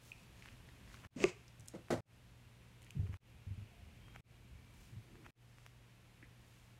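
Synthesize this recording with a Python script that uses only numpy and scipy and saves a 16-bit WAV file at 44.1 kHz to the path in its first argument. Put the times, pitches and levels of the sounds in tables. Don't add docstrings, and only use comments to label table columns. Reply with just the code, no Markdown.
import sys
import numpy as np
from scipy import signal
from scipy.fft import rfft, irfft, next_fast_len
from scipy.io import wavfile
from scipy.ndimage import uniform_filter1d, minimum_filter1d, map_coordinates

SR = 44100
rng = np.random.default_rng(int(sys.argv[2]) if len(sys.argv) > 2 else 0)


def dump(signal):
    limited = np.clip(np.atleast_2d(signal).T, -1, 1)
    pcm = np.round(limited * 32767).astype(np.int16)
    wavfile.write(sys.argv[1], SR, pcm)


N = 299439
TIME = np.arange(N) / SR
AGE = np.arange(SR // 2) / SR

# frequency in Hz, relative spectral level in dB.
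RIM_COLOUR = [(400, -15), (700, -3), (1100, -1.5), (1600, -4.5), (2100, 0), (2700, 1.5), (3200, -7.5),
              (3900, -9), (4700, -7.5), (5600, -6.5), (6800, -5), (8500, -12), (10500, -30), (15500, -33.5)]
WALL_COLOUR = [(60, -7.5), (110, 0), (170, 7), (260, -6.5), (450, 0), (650, -8), (1000, -46)]
SLAP_COLOUR = [(350, -26.5), (600, 1), (746, -6), (953, -11), (1110, -13), (1510, -14), (1660, -21.5),
               (1930, -15.5), (2470, -23.5), (7850, -29), (15500, -46.5)]
PHONE_COLOUR = [(150, -22.5), (500, -4), (750, 1), (1150, 3), (1500, 3), (2400, 1), (3100, -5), (4000, -25),
                (6500, -14), (9000, -29.5), (12000, -24), (15500, -40.5)]
RUMBLE_COLOUR = [(15, -40), (26, -12), (37, 1.5), (65, 1.5), (95, 0), (140, -5), (200, -7), (280, -12),
                 (450, -22), (900, -51)]
HISS_COLOUR = [(210, -24.5), (350, -1.5), (451, -2.5), (513, -2), (641, -4.5), (694, -2), (739, -5),
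               (954, -4), (1230, -6.5), (1860, -5.5), (2640, -4.5), (4840, -14), (9290, -18), (12200, -19),
               (15700, -29.5)]
SCUFF_COLOUR = [(60, -13.5), (160, 6.5), (400, -19.5), (800, -30.5), (2000, -60)]
RUB_ROLLOFF = [(7000, 0.5), (11000, -5), (15000, -8)]
# pitch in Hz, level in dB, t60 and attack in seconds.
POP_MODES = [(384.6, -1.5, 0.03, 0.0028), (365.5, -28.5, 0.16, .003), (578, -27.5, 0.067, 0.0012),
             (645, -16, 0.021, 0.00068), (1130, -20, 0.016, 0.00039), (1165, -37.5, 0.079, 0.00093),
             (1450, -46.5, .1, .001), (2180, -17, 0.018, 0.0002), (2545, -13, 0.013, 0.00006),
             (2630, -32, 0.0065, 0.000084), (4870, -23, .007, 0.000071), (6440, -20.5, 0.0069, .0001),
             (7800, -31, 0.008, .0001)]
# start in seconds, ring gain in dB, slap level in dB, damping (1 rings freely).
LID_CONTACTS = [(1.7366, -51, -58.5, 0.73), (1.747, -49.5, -54, 1.1), (1.789, -61, -70.5, 0.66),
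                (1.9038, -34, -34, 1.2), (1.9198, -35, -42, 1.27), (1.9275, -37.5, -43, 1.3),
                (1.935, -42, -48, 1), (1.972, -51.5, -50.5, 0.8)]
# pitch in Hz, relative level in dB, free-ringing t60 in seconds.
LID_MODES = [(100.2, -16, 0.4), (164.6, -8, 0.45), (254, 1, 0.089), (340, 4, 0.076), (424, -3, 0.088),
             (481.4, -0.5, 0.11), (538, -3.5, 0.11), (624, -7, 0.14), (800, -25, 0.059), (947, -18, 0.089),
             (1328, -29, 0.11), (1464, -21, 0.081), (2004, -18.5, 0.093)]
# start in seconds, level in dB, pitch in Hz, second contact in dB relative to the first.
SOFT_BUMPS = [(1.162, -28, 260, -2.5), (1.593, -44.5, 113, -3), (1.754, -36, 181, -15),
              (1.939, -33, 108, -2), (2.95, -36, 174, -7), (2.964, -27, 135, -9), (2.99, -24.5, 93.2, -3),
              (3.089, -31, 90.5, -3.5), (3.467, -34, 93.7, 2.5), (3.576, -34.5, 107.4, -2.5),
              (3.819, -46, 81.6, -2), (4.51, -46, 63, 1), (4.924, -43, 110, 6.5), (6.228, -46.5, 293, -16)]
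# start in seconds, level in dB, pitch and width in Hz, t60 of the contact in seconds.
SHARP_TICKS = [(0.118, -42, 2540, 333, 0.0031), (0.4234, -53, 2020, 1390, 0.0065),
               (.458, -50.5, 1860, 2190, 0.014), (0.4866, -52.5, 2100, 1100, .008),
               (0.6883, -56, 1470, 1500, 0.013), (0.9431, -51, 1700, 2170, 0.01),
               (1.2033, -46, 2220, 1400, .008), (1.48, -58.5, 5200, 2500, 0.02),
               (1.6835, -45, 6740, 5970, 0.018), (2.906, -50.5, 2560, 900, 0.009),
               (2.9072, -55, 6860, 7000, 0.0083), (5.664, -59, 4900, 5000, 0.0029),
               (6.2269, -52.5, 1910, 600, 0.025), (6.24, -58, 2050, 600, .07)]
# start and length in seconds, typical tick level in dB and pitch in Hz.
PIECE_RATTLES = [(.43, .055, -59, 2080), (0.874, .09, -59.5, 1830), (1.592, .02, -61, 7500),
                 (1.655, .055, -62.5, 8100), (2.807, .03, -64, 7800), (2.81, .075, -63.5, 2290)]
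# time in seconds, tap level in dB, skin rub level in dB.
SCREEN_TAPS = [(1.05, -50, -58), (1.885, -55, -80.5), (3.074, -60, -67), (3.1416, -52, -62.5),
               (4.083, -58.5, -78), (4.1615, -49, -58), (5.1555, -61, -76), (5.264, -51, -59),
               (5.5845, -57.5, -82), (5.664, -52.5, -73)]
# peak time in seconds, level in dB, swell time in seconds, centre in Hz.
FINGER_RUBS = [(0.074, -63, 0.054, 8900), (.205, -69.5, 0.062, 2500), (0.453, -69, 0.13, 2380),
               (0.947, -67, 0.086, 2050), (4.821, -70, 0.12, 7660), (5.608, -75, 0.12, 3000),
               (6.563, -73.5, 0.18, 7050)]
# peak time in seconds, level in dB, swell time in seconds, pitch and width in Hz.
DRONE_SWELLS = [(3.04, -66, 0.1, 403, 89.5), (3.778, -77, 0.16, 698, 40), (4.11, -75.5, .11, 3200, 79),
                (3.7, -76, 0.64, 2540, 900), (4.638, -79, 0.63, 2307, 118), (5.215, -66.5, 0.14, 328, 150)]
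# settled rumble level in dB, settled hiss level in dB.
SHOT_LEVELS = [(-59.5, -66), (-62.5, -68), (-63, -68.5), (-60.5, -68.5), (-61, -68.5), (-66, -69.5)]
# pitch in Hz, rms level in dB.
HUM_PARTIALS = [(119, -65.5), (179, -78.5), (237, -85)]
# frequency in Hz, t60 in seconds.
ROOM_DECAY = [(150, 0.19), (2500, 0.42), (12000, 0.12)]
SHOT_GAPS = [(1.072, 1.106), (2.006, 2.056), (3.172, 3.203), (4.208, 4.238), (5.307, 5.353)]

GRIP_S, POP_S = 1.161, 1.2402
SCRAPE_DB, SCRAPE_SWELL_DB_PER_S = -44, 251
SLIDE_DB, SLIDE_S, SLIDE_RELEASE_DB_PER_S = -51.5, 0.054, 483
WALL_DB, WALL_SWELL_DB_PER_S, WALL_RELEASE_DB_PER_S = -39, 192.5, 305
LIFT_DB, LIFT_S = -70, 0.22
SING_DB, SING_RELEASE_DB_PER_S, SING_HZ, SING_WIDTH_HZ = -59.5, 101, 2500, 430
SECOND_CONTACT_S, BUMP_T60_AT_100_HZ_S = 0.04, 0.125
RATTLE_PER_S, RATTLE_T60_S, RATTLE_SCATTER_DB, RATTLE_SCATTER_OCTAVES = 70, 0.012, 2.5, 0.071
RUMBLE_START_DB, HISS_START_DB, SETTLE_S = -4.5, -2.5, 0.44
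DRIFT_DB, DRIFT_PER_S = 0.5, 3
LOW_CUT_HZ, TOP_HZ, CEILING_DB = 26, 15800, -20
GAP_DB, FADE_IN_S = -38, 0.083


def peel():
    before, after = np.maximum(POP_S - TIME, 0), np.maximum(TIME - POP_S, 0)
    gripped, free = TIME > GRIP_S, TIME > POP_S
    pull = amp(SCRAPE_DB - SCRAPE_SWELL_DB_PER_S * before)
    slide = amp(SLIDE_DB - SLIDE_RELEASE_DB_PER_S * np.maximum(after - SLIDE_S, 0))
    lift = amp(LIFT_DB) * swell(POP_S, LIFT_S)
    grit = coloured(friction(rate=1100, grain_db=1), RIM_COLOUR)
    scrape = np.where(free, np.hypot(slide, lift), pull) * grit
    rim_band = unit(band(rng.standard_normal(N), SING_HZ, SING_WIDTH_HZ))
    sing = amp(SING_DB - SING_RELEASE_DB_PER_S * after) * rim_band
    flex = amp(WALL_DB - WALL_SWELL_DB_PER_S * before - WALL_RELEASE_DB_PER_S * after)
    shudder = flex * coloured(rng.standard_normal(N), WALL_COLOUR)
    return gripped * (scrape + shudder) + free * sing


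def pop():
    out = np.zeros(N)
    ring = sum(amp(db) * np.sin(2 * np.pi * hz * AGE) * decay(t60) * attack(rise)
               for hz, db, t60, rise in POP_MODES)
    crack = causal(rng.standard_normal(len(AGE)) * decay(0.014), RIM_COLOUR)
    add(out, POP_S, ring + amp(-32.5) * burst(crack))
    return out


def lid():
    out = np.zeros(N)
    for start, ring_db, slap_db, damping in LID_CONTACTS:
        ring = np.zeros(len(AGE))
        for hz, db, t60 in LID_MODES:
            strength, detune = rng.standard_normal(2)
            phase = 2 * np.pi * hz * (1 + 0.025 * detune) * AGE + np.pi * detune
            ring += amp(db + 0.88 * strength) * np.sin(phase) * decay(t60 / damping)
        slap = coloured(rng.standard_normal(len(AGE)), SLAP_COLOUR) * decay(0.17)
        add(out, start, (amp(ring_db) * ring + amp(slap_db) * slap) * attack(0.0011))
    return out


def bumps():
    out = np.zeros(N)
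    for first, db, hz, second_db in SOFT_BUMPS:
        envelope = decay(BUMP_T60_AT_100_HZ_S * 100 / hz) * attack(0.0047)
        for start, level_db in ((first, db), (first + SECOND_CONTACT_S, db + second_db)):
            scuff = coloured(rng.standard_normal(len(AGE)), SCUFF_COLOUR)
            thud = np.sin(2 * np.pi * hz * AGE) + amp(-19) * scuff
            add(out, start, amp(level_db) * thud * envelope)
    return out


def tick(hz, width, t60):
    contact = rng.standard_normal(len(AGE)) * decay(t60)
    return burst(band(contact, hz, width))


def ticks():
    out = np.zeros(N)
    for start, db, hz, width, t60 in SHARP_TICKS:
        add(out, start, amp(db) * tick(hz, width, t60))
    return out


def rattles():
    out = np.zeros(N)
    for start, length, db, hz in PIECE_RATTLES:
        for slot in np.arange(start, start + length, 1 / RATTLE_PER_S):
            softness, detune = rng.standard_normal(2)
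            pitch = hz * 2 ** (RATTLE_SCATTER_OCTAVES * detune)
            sound = amp(db - RATTLE_SCATTER_DB * softness) * tick(pitch, 0.6 * pitch, RATTLE_T60_S)
            add(out, slot + rng.random() / RATTLE_PER_S, sound)
    return out


def taps():
    out = np.zeros(N)
    impulse = 1.0 * (AGE == 0)
    click = burst(causal(impulse, PHONE_COLOUR))
    skin = coloured(friction(rate=1000, grain_db=3), PHONE_COLOUR)
    for start, db, rub_db in SCREEN_TAPS:
        add(out, start, amp(db) * click)
        out += amp(rub_db) * skin * swell(start - 0.006, 0.011)
    return out


def rubs():
    out = np.zeros(N)
    for peak, db, spread, hz in FINGER_RUBS:
        stroke = unit(resonate(friction(rate=210, grain_db=2), hz, width=3.1 * hz))
        out += amp(db) * stroke * swell(peak, spread)
    return filtered(out, lambda hz: amp(along(RUB_ROLLOFF, hz)))


def drones():
    out = np.zeros(N)
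    for peak, db, spread, hz, width in DRONE_SWELLS:
        out += amp(db) * unit(band(rng.standard_normal(N), hz, width)) * swell(peak, spread)
    return out


def room_tone():
    starts = np.array([0] + [resume for stop, resume in SHOT_GAPS])
    shot = np.searchsorted(starts, TIME, side="right") - 1
    unsettled = np.exp(-(TIME - starts[shot]) / SETTLE_S)
    rumble_db, hiss_db = np.array(SHOT_LEVELS)[shot].T
    rumble_gain = amp(rumble_db + RUMBLE_START_DB * unsettled + DRIFT_DB * wobble(DRIFT_PER_S))
    rumble = rumble_gain * coloured(rng.standard_normal(N), RUMBLE_COLOUR)
    hiss = amp(hiss_db + HISS_START_DB * unsettled) * coloured(rng.standard_normal(N), HISS_COLOUR)
    return rumble + hiss


def hum():
    out = np.zeros(N)
    for hz, db in HUM_PARTIALS:
        gain = np.sqrt(2) * amp(db + 0.58 * wobble(4.58))
        out += gain * np.sin(2 * np.pi * hz * TIME + 0.62 * wobble(2.9))
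    return out


def room(x):
    hz, t, spectrum = signal.stft(rng.standard_normal(SR // 2), SR, nperseg=256)
    fade = np.exp(-np.log(1000) * t / along(ROOM_DECAY, hz)[:, None])
    tail = signal.istft(spectrum * fade, SR, nperseg=256)[1]
    predelayed = np.pad(tail, (200, 0)) / np.linalg.norm(tail)
    return signal.fftconvolve(x, predelayed)[:N]


def amp(db):
    return 10 ** (np.asarray(db) / 20)


def unit(x):
    return x / np.sqrt(np.mean(x ** 2) + 1e-20)


def burst(x):
    return x / np.sqrt(np.sum(x ** 2) / (0.002 * SR))


def along(points, hz):
    freqs, values = np.transpose(points)
    return np.interp(np.log(hz + 1), np.log(freqs + 1), values)


def wobble(rate):
    return map_coordinates(rng.standard_normal(int(N * rate / SR) + 4), [TIME * rate])


def friction(rate, grain_db):
    return unit(rng.standard_normal(N) * amp(grain_db * wobble(rate)))


def filtered(x, response):
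    size = next_fast_len(len(x) + SR // 4)
    return irfft(rfft(x, size) * response(np.fft.rfftfreq(size, 1 / SR)), size)[:len(x)]


def coloured(x, colour):
    return unit(filtered(x, lambda hz: amp(along(colour, hz))))


def causal(x, colour):
    size = next_fast_len(len(x) + SR // 4)
    gain = amp(along(colour, np.fft.rfftfreq(size, 1 / SR)))
    cepstrum = irfft(np.log(gain), size)
    fold = 1 + np.sign(np.fft.fftfreq(size))
    return irfft(rfft(x, size) * np.exp(rfft(cepstrum * fold)), size)[:len(x)]


def resonate(x, hz, width):
    return filtered(x, lambda f: 1j * f * width / (hz * hz - f * f + 1j * f * width))


def band(x, hz, width):
    return resonate(resonate(x, hz, width), hz, width)


def attack(rise):
    return 1 - np.exp(-AGE / rise)


def decay(t60):
    return np.exp(-np.log(1000) * AGE / t60)


def swell(peak, spread):
    return np.exp(-((TIME - peak) / spread) ** 2)


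def add(track, start, sound):
    part = track[round(start * SR):][:len(sound)]
    part += sound[:len(part)]


def limiter(x, ceiling_db, hold_samples):
    level = np.abs(uniform_filter1d(np.abs(x), size=24))
    gain = np.minimum(1, amp(ceiling_db) / (level + 1e-9))
    return x * uniform_filter1d(minimum_filter1d(gain, hold_samples), hold_samples // 2)


def scene():
    tub = peel() + pop() + lid()
    clicks = ticks() + rattles()
    reverb = room(amp(-25) * tub + amp(-13) * clicks)
    handling = rubs() + bumps() + taps()
    background = drones() + room_tone() + hum()
    return (tub + clicks + reverb + handling + background)[None]


def record(dry):
    low_cut = signal.butter(2, LOW_CUT_HZ, "highpass", fs=SR, output="sos")
    x = limiter(signal.sosfilt(low_cut, dry[0]), CEILING_DB, hold_samples=160)
    for stop, resume in SHOT_GAPS:
        fade_in = np.clip(0.077 + (TIME - resume) / FADE_IN_S, 0, 1)
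        x = x * np.select([TIME < stop, TIME < resume], [1, amp(GAP_DB)], fade_in)
    return filtered(x, lambda hz: hz < TOP_HZ)[None]


dry = scene()
out = record(dry)
dump(out)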